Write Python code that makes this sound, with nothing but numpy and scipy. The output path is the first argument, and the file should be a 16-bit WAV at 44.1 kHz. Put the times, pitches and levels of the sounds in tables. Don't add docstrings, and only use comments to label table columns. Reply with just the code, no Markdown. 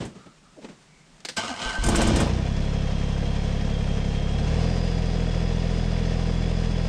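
import sys
import numpy as np
from scipy import signal
from scipy.fft import rfft, irfft
from scipy.io import wavfile
from scipy.ndimage import uniform_filter1d

SR = 44100
rng = np.random.default_rng(int(sys.argv[2]) if len(sys.argv) > 2 else 0)


def int16_out(signal):
    q = np.round(np.clip(np.atleast_2d(signal).T, -1, 1) * 32767)
    wavfile.write(sys.argv[1], SR, q.astype(np.int16))


N = 303408
TIME = np.arange(N) / SR
CATCH_S, IDLE_FIRINGS_PER_S = 1.8, 34.4
# t/s, level before colouring/dB, t60/s, rise/s
SWITCHES = [(1.203, -44, 0.032, 0.0011), (1.249, -19.5, 0.04, 0.0029), (1.286, -25, 0.074, 0.00083),
            (1.3645, -24.5, 0.035, 0.0025), (1.368, -21, 0.085, 0.0042)]
CYLINDER_DB = [-5.5, -4, -5.5]


def from_db(db):
    return 10 ** (np.asarray(db) / 20)


def rms_one(x):
    return x / np.sqrt(np.mean(x ** 2) + 1e-20)


def in_time(rows):
    s, *columns = np.transpose(rows)
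    return [np.interp(TIME, s, column) for column in columns]


def drift(rate):
    points = rng.standard_normal(N // 20)
    return np.interp(TIME * rate, np.arange(len(points)), points) * np.sqrt(1.5)


def colour(x, spectrum, size=16384):
    hz, db = np.transpose(spectrum)
    f = np.maximum(np.arange(size // 2 + 1) * SR / size, 1)
    skirts = np.maximum(np.log2(hz[0] / f), 0) + np.maximum(np.log2(f / hz[-1]), 0)
    level_db = np.interp(np.log(f), np.log(hz), db) - 20 * skirts
    cepstrum = irfft(np.log(from_db(level_db)))
    response = irfft(np.exp(rfft(2 * cepstrum[:size // 2], size)))[:size // 2]
    return signal.oaconvolve(x, response / np.linalg.norm(response))[:N]


def clicks(times, sizes):
    places = np.clip(np.round(times * SR).astype(int), 0, N)
    return np.bincount(places, sizes * np.ones(len(times)), N + 1)[:N]


def ring(x, hz, t60):
    radius, w = from_db(-60 / (t60 * SR)), 2 * np.pi * hz / SR
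    return signal.lfilter([0, np.sin(w)], [1, -2 * radius * np.cos(w), radius * radius], x + 1e-18)


def dying(t, t60):
    return np.exp(-np.log(1000) * t / t60)


def swell(start, attack, hold, t60):
    age = np.maximum(TIME - start - attack - hold, 0)
    return np.clip((TIME - start) / attack, 0, 1) * dying(age, t60)


def struck(rows):
    envelope = np.zeros(N)
    age = TIME[:SR // 2]
    for s, db, t60, rise in rows:
        at = max(int(s * SR), 0)
        envelope[at:at + len(age)] += from_db(db) * dying(age, t60) * (1 - np.exp(-age / rise))
    return envelope


def bursts(rows):
    return struck(rows) * rng.standard_normal(N)


def panels(x, wet_db, t60, size=4096):
    tail = dying(TIME[:size], t60) * rng.standard_normal(size)
    wet = from_db(wet_db)
    ringing = signal.oaconvolve(x, tail / np.linalg.norm(tail))[:N]
    return (x + wet * ringing) / np.sqrt(1 + wet ** 2)


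def whistle(hz, db, width_hz):
    phase = 2 * np.pi * np.cumsum(hz + width_hz * drift(200)) / SR
    return from_db(db) * np.sqrt(2) * np.sin(phase)


def airy(hz, db, width_hz):
    angle = 2 * np.pi * np.cumsum(hz) / SR
    return from_db(db) * (drift(width_hz) * np.cos(angle) + drift(width_hz) * np.sin(angle))


def woodland_air():
    # f/Hz, level/dB per Hz
    spectrum = [(30, -3.5), (90, -23), (155, -3.5), (350, -17.5), (1800, -22.5), (7600, -28), (9200, -32.5),
                (11000, -52)]
    return from_db(-55 + drift(29)) * colour(rng.standard_normal(N), spectrum)


def knock(s, db, t60, rise, low_hz):
    high_pass = signal.butter(2, low_hz, "high", fs=SR, output="sos")
    return signal.sosfilt(high_pass, bursts([(s, db, t60, rise)]))


def contacts():
    # t/s, level before filtering/dB, t60/s, rise/s, low edge f/Hz
    knock_rows = [(.001, -24, 0.3, 0.0078, 22), (.15, -38, 0.25, 0.0072, 60),
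                  (0.259, -37.5, 0.11, 0.0038, 80), (0.614, -37.5, 0.39, 0.0074, 200),
                  (0.644, -27.5, 0.071, 0.0016, 287), (.685, -36.5, 0.22, 0.0018, 256)]
    # f/Hz, level/dB per Hz
    thud_colour = [(30, -8), (125, 7), (220, 7.5), (480, -2.5), (1300, -15.5), (2500, -16.5), (8400, -28.5),
                   (12000, -61)]
    # f/Hz, level/dB per Hz
    metal_colour = [(100, -25), (300, 8), (900, 2.5), (1700, 3.5), (4500, 6.5), (6500, 1.5), (8800, -1.5),
                    (10500, -19)]
    # t/s, level before colouring/dB
    rattle_rows = [(0.05, -40), (1.837, -23.5), (1.862, -25), (1.886, -22), (1.956, -20), (2.015, -22.5),
                   (2.071, -25), (2.158, -25), (2.201, -25)]
    knocks = colour(sum(knock(*row) for row in knock_rows), thud_colour)
    rattles = bursts([(s, db, .075, .002) for s, db in rattle_rows])
    rattles = colour(rattles, [(300, -1), (1500, -4), (4000, -10.0), (6000, -3.5), (8500, 0.0),
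                               (10500, -16.5), (15000, -33)])
    bright = panels(colour(bursts(SWITCHES), metal_colour) + rattles, wet_db=-9.5, t60=0.28)
    return bright + knocks


def rubs():
    # t/s, length/s, f/Hz, width/Hz, level/dB
    rows = [(0.093, 0.29, 1280, 241, -58), (.42, 0.13, 1270, 200, -60), (0.832, 0.28, 2190, 397, -63.5)]
    out = 0
    for s, length, hz, width_hz, db in rows:
        swelling = np.sin(np.pi * np.clip((TIME - s) / length, 0, 1))
        out = out + swelling * airy(np.full(N, hz), db, width_hz)
    return out


def squeak():
    # t/s, f/Hz, level of each tone/dB
    glide = [(.55, 360, -88), (.57, 354, -55), (.59, 292, -44), (.62, 210, -67)]
    hz, db = in_time(glide)
    tone = whistle(hz, db, width_hz=29) + whistle(2 * hz, db, width_hz=75)
    return tone * (TIME > glide[0][0]) * (TIME < glide[-1][0])


def groan():
    # t/s, f/Hz, reference level/dB
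    glide = [(1.495, 271, -41), (1.515, 252, -32), (1.545, 230, -45)]
    harmonics_db = [0.5, -20, -3, -16, -10]
    hz, db = in_time(glide)
    tone = 0
    for multiple, level_db in enumerate(harmonics_db, 1):
        tone = tone + whistle(multiple * hz, db + level_db, width_hz=8 * multiple)
    return tone * (TIME > glide[0][0]) * (TIME < glide[-1][0])


def starter(tooth_db=5, wobble_db=4):
    # t/s, tooth rate f/Hz
    mesh = [(1.366, 600.3), (1.41, 1145), (1.45, 1278), (1.5, 837.5), (1.54, 752), (1.6, 1196),
            (1.665, 1300), (1.70, 1083), (1.75, 802), (1.8, 1044), (1.85, 1192)]
    whine_db = [-6, -8.5, -10.5]
    # t/s, level/dB
    load = [(1.37, -31.5), (1.42, -34), (1.49, -32.5), (1.568, -41), (1.615, -32), (1.69, -31), (1.79, -39),
            (1.87, -35), (2.0, -33.5)]
    # t/s, level before the envelope/dB
    singing = [(1.366, -20), (1.385, -29), (1.42, -48), (1.54, -43), (1.575, -52), (1.66, -37),
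               (1.705, -32), (1.735, -42), (1.76, -29.5), (1.825, -46), (1.855, -33), (1.9, -44)]
    # f/Hz, level/dB per Hz
    cranking = [(60, -4.5), (240, -4), (400, -15), (880, -3), (2050, -11), (3250, -10), (7700, -18),
                (9500, -27), (11000, -46)]
    # f/Hz, level re the slam/dB, t60/s
    housing_modes = [(1600, -15, .08), (4950, -6.5, 0.091), (7640, -4, 0.063)]
    # t/s, level/dB
    heaves = [(1.657, -25), (1.787, -18)]
    start_s, attack_s = 1.366, 0.021
    engaged = swell(start_s, attack_s, hold=0.69, t60=0.7)
    (mesh_hz,), (load_db,), (singing_db,) = in_time(mesh), in_time(load), in_time(singing)

    armature_hz = mesh_hz / 10
    wobble = np.sin(2 * np.pi * np.cumsum(armature_hz) / SR)
    teeth = np.sin(2 * np.pi * np.cumsum(mesh_hz) / SR)
    roughness_db = 2.4 * drift(300) + wobble_db * wobble + tooth_db * teeth
    scraping = rms_one(rng.standard_normal(N) * from_db(roughness_db))
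    grind = colour(panels(scraping, wet_db=2.5, t60=0.074), cranking)
    growl = sum(whistle(order * armature_hz, -18.0, width_hz=10.1) for order in range(1, 5))

    whine = sum(whistle(k * mesh_hz, db, width_hz=34) for k, db in enumerate(whine_db, 1))
    whine = whine * (1 + 0.27 * wobble) * from_db(-37.5 + .55 * (load_db + 30))
    flywheel = whistle(np.full(N, 1550), singing_db + 1.0 * drift(90), width_hz=10.05)

    slam = clicks(np.array([SWITCHES[-1][0] + 0.0025]), from_db(-23.0))
    housing = sum(from_db(db) * ring(slam, hz, t60) for hz, db, t60 in housing_modes)
    when, heave_db = np.transpose(heaves)
    heave = ring(clicks(when, -from_db(heave_db)), hz=40.7, t60=0.25)
    inrush = from_db(-36) * swell(start_s, attack_s, hold=0.011, t60=0.057)
    driven = (engaged * from_db(load_db) + inrush) * (grind + growl) + engaged * (whine + flywheel)
    return driven + groan() + housing + heave


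def first_firings(push_db=18, scatter_db=-6):
    # t/s, level before push or scatter/dB
    thump_rows = [(1.437, -26), (1.779, -25.5), (1.862, -24), (1.886, -14.5), (1.902, -16), (1.921, -17.5),
                  (1.938, -21), (1.983, -15.5), (1.996, -15.5), (2.022, -16), (2.068, -18), (2.108, -18),
                  (2.192, -19), (2.211, -14), (2.232, -17), (2.262, -19), (2.302, -25)]
    # t/s, level before colouring/dB
    clank_rows = [(1.946, -17), (2.008, -20), (2.202, -20.5), (2.271, -26)]
    # f/Hz, level/dB per Hz
    thump_colour = [(120, -9.5), (250, 9.5), (400, -4), (650, 1), (950, -13.5), (1500, -17), (4000, -44)]
    # f/Hz, level/dB per Hz
    clank_colour = [(600, -12), (1100, -1), (1550, -3), (8000, -24)]
    when, db = np.transpose(thump_rows)
    pushes = clicks(when, from_db(db + push_db))
    scatter = bursts([(s, db, .055, .0012) for s, db in thump_rows])
    thumps = colour(pushes + from_db(scatter_db) * scatter, thump_colour)
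    clanks = colour(bursts([(s, db, .04, .0025) for s, db in clank_rows]), clank_colour)
    return panels(thumps + clanks, wet_db=0.0, t60=0.1)


def engine_speed():
    # t/s, firing rate f/Hz
    governed_speed = [(2.3, 29.76), (2.45, 33.62), (2.6, 34.85), (2.95, 33.96), (3.3, 34.44), (3.75, 34.42),
                      (4.28, 34.29), (4.42, 36), (4.62, 41.14), (4.72, 42.83), (5.1, 41.36), (5.6, 41.87),
                      (6.88, 41.84)]
    catch_firings_per_s, fast_firings_per_s = 11, 42
    governed, = in_time(governed_speed)
    run_up = np.clip((TIME - CATCH_S) / (governed_speed[0][0] - CATCH_S), 0, 1) ** .7
    speed = catch_firings_per_s + (governed - catch_firings_per_s) * run_up
    return speed, (speed - IDLE_FIRINGS_PER_S) / (fast_firings_per_s - IDLE_FIRINGS_PER_S)


def passing(turn, angle):
    running = turn > 0
    firings = np.arange(int(turn[-1]) + 1)
    return np.interp(firings + angle, turn[running], TIME[running], right=np.max(TIME) + 1)


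def impacts(turn, angle, t60, fresh, uneven_db, jitter_s, size=4096):
    times, out = passing(turn, angle), np.zeros(N)
    chance = rng.standard_normal((size, 2))[:len(times)]
    times = times + jitter_s * chance[:, 0]
    sizes = from_db(uneven_db * chance[:, 1])
    decay, count = dying(TIME[:size], t60), len(CYLINDER_DB)
    fresh = np.clip(fresh, 0, 1)
    for k, db in enumerate(CYLINDER_DB):
        blows = clicks(times[k::count], sizes[k::count] * from_db(db))
        same_ring = signal.oaconvolve(blows, decay * rng.standard_normal(size))[:N]
        new_ring = signal.oaconvolve(blows, decay)[:N] * rng.standard_normal(N)
        out += np.sqrt(1 - fresh) * same_ring + np.sqrt(fresh) * new_ring
    return rms_one(out)


def exhaust(turn, speed, load_db=5, imbalance=0.06, unsteady_db=0.5, count=10):
    # f/Hz, relative level/dB
    silencer = [(26, -14), (35, 2), (42, 1), (69, -2), (84, -3.5), (103, -5.5), (126, -4.5), (140, -5),
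                (168, -4), (208, -13.5), (245, -19), (320, -36)]
    # f/Hz, width/Hz
    chambers = [(75, 5), (108, 8), (125, 154)]
    hz, db = np.transpose(silencer)
    load = np.clip(uniform_filter1d(np.gradient(speed) * SR, SR // 5) / 20, 0, 1)
    out = 0
    for order in range(1, count + 1):
        f = order * speed
        boom_db = load_db * load * np.interp(order, [1, 2, 6], [0, 1, .3])
        level_db = np.interp(f, hz, db) + boom_db + unsteady_db * drift(25)
        lag = sum(2 * np.arctan2(f * width, centre ** 2 - f ** 2) for centre, width in chambers)
        out = out + from_db(level_db) * np.cos(2 * np.pi * order * turn - lag)
    out = out * (1.5 + imbalance * np.cos(2 * np.pi * turn / len(CYLINDER_DB)))
    return rms_one(out * np.sqrt(speed) * from_db(-0.45 * load_db * load))


def block(turn):
    # f/Hz, level/dB per Hz
    spectrum = [(25, -17.5), (120, 3.5), (210, 5), (320, -2.5), (380, -3.5), (470, 3.5), (590, -5),
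                (720, -2.5), (900, -21.5), (1900, -20), (5000, -46)]
    combustion = impacts(turn, .8, t60=0.1, fresh=0.25, uneven_db=-1.5, jitter_s=.00012)
    slap = impacts(turn, .38, t60=0.13, fresh=0.49, uneven_db=1.0, jitter_s=0.00019)
    return rms_one(colour(combustion + from_db(0.5) * slap, spectrum))


def clatter(turn):
    # f/Hz, level/dB per Hz
    spectrum = [(300, -6), (900, 5), (1300, -1), (2650, -3.5), (3300, -2), (4200, -5), (5300, -4.5),
                (7400, -13.5), (8700, -18), (11000, -41), (15000, -47.5)]
    injectors = impacts(turn, .76, t60=0.25, fresh=0.51, uneven_db=2.5, jitter_s=.0001)
    inlet = impacts(turn, .47, t60=0.1, fresh=0.39, uneven_db=1.0, jitter_s=.0002)
    outlet = impacts(turn, .09, t60=0.034, fresh=0.96, uneven_db=-3.5, jitter_s=0.00022)
    fan = rng.standard_normal(N) * from_db(2.0 * drift(300))
    ticks = injectors + from_db(-4.0) * inlet + from_db(-5.0) * outlet
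    return rms_one(colour(panels(ticks + from_db(5.5) * fan, wet_db=-2.0, t60=0.14), spectrum))


def loose_parts(turn):
    # f/Hz, level/dB per Hz
    lash_colour = [(700, -11), (1200, -2), (2150, 0), (5000, -17)]
    # f/Hz, level/dB per Hz
    tappet_colour = [(2000, -3), (6000, 3.5), (8200, -5), (9500, -12), (11000, -31)]
    lash = sum(impacts(turn, angle, t60=0.048, fresh=0.69, uneven_db=2.0, jitter_s=.002)
               for angle in (.25, .6))
    cycles = clicks(passing(turn, .7)[1::len(CYLINDER_DB)], 1)
    tick = signal.oaconvolve(cycles, dying(TIME[:SR // 8], 0.041))[:N] * rng.standard_normal(N)
    lash = from_db(-50) * rms_one(colour(lash, lash_colour))
    return lash + from_db(-62.5) * rms_one(colour(tick, tappet_colour))


def engine():
    # start t/s, attack/s, hold/s, release t60/s
    start_fuel = (1.902, 0.089, 0.23, 0.56)
    # start t/s, attack/s, hold/s, release t60/s
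    throttle_fuel = (4.3, 0.26, 0.062, 0.9)
    # level at idle/dB, then added at the fast speed, by starting and by throttle fuel/dB
    exhaust_level = (-24.5, 0.22, -0.4, 1.5)
    block_level = (-35.5, 0.5, 7, 2)
    clatter_level = (-43, 0.2, 10, 3.5)
    speed, fast = engine_speed()
    turn = np.cumsum(speed * (TIME > CATCH_S)) / SR
    effort = np.array([np.ones(N), np.maximum(fast, 0), swell(*start_fuel), swell(*throttle_fuel)])
    parts = [(exhaust_level, exhaust(turn, speed)), (block_level, block(turn)),
             (clatter_level, clatter(turn))]
    sound = sum(from_db(np.dot(level, effort)) * part for level, part in parts)
    return (sound + loose_parts(turn)) * np.clip((TIME - CATCH_S) / 0.034, 0, 1)


def whistles(throb=0.3, width_hz=80, core_db=-3.0, haze_db=-5):
    # t/s, f/Hz, level before core or haze and the final trim/dB
    thin_whistle = [(2.5, 3350, -51.5), (2.95, 3210, -48.5), (3.45, 3256, -50.5), (4.24, 3210, -46),
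                    (4.75, 3496, -57), (5.08, 3320, -49), (5.6, 3370, -51)]
    # f/Hz, level before trim/dB, flutter/Hz, surge gain/dB, share of pitch it adds
    high_whistles = [(4740, -56, 40.3, 8, .032), (5030, -54, 15.7, -5, .008)]
    # start t/s, attack/s, hold/s, release t60/s
    surge_shape = (4.5, .17, 0.17, 2)
    speed, fast = engine_speed()
    surge, (hz, db) = swell(*surge_shape), in_time(thin_whistle)
    tones = whistle(hz, db + core_db, width_hz=17) + airy(hz, db + haze_db, width_hz)
    tones = tones * np.minimum(speed / IDLE_FIRINGS_PER_S, 1) ** 8
    for hz, db, flutter_hz, surge_db, rise in high_whistles:
        tone = whistle(hz * (1 + rise * surge), db + surge_db * surge, flutter_hz)
        tones = tones + np.clip(fast, 0, 1) * tone
    return tones * (1 + throb * np.sin(2 * np.pi * np.cumsum(speed) / SR)) * from_db(-1.15)


def shudder():
    # f/Hz, relative level/dB, t60/s
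    frame_modes = [(114.8, 3, 0.027), (155, -2, 0.17), (221.3, 0.5, 0.088), (254, -8, 0.12),
                   (326.4, -1, 0.058)]
    # start t/s, attack/s, hold/s, release t60/s
    shape = (1.828, 0.044, 0.21, 1.44)
    shaking = rng.standard_normal(N) * from_db(2.7 * drift(120))
    modes = 0
    for k, (hz, db, t60) in enumerate(frame_modes):
        modes = modes + (-1) ** k * from_db(db) * rms_one(ring(shaking, hz, t60))
    return from_db(-22.5) * swell(*shape) * rms_one(modes)


def scene():
    before_start = woodland_air() + contacts() + rubs() + squeak()
    starting = starter() + first_firings()
    running = engine() + whistles() + shudder()
    return (before_start + starting + running)[None]


def record(dry):
    return signal.sosfilt(signal.cheby2(16, 60, 16200, fs=SR, output="sos"), dry)


dry = scene()
out = record(dry)
int16_out(out)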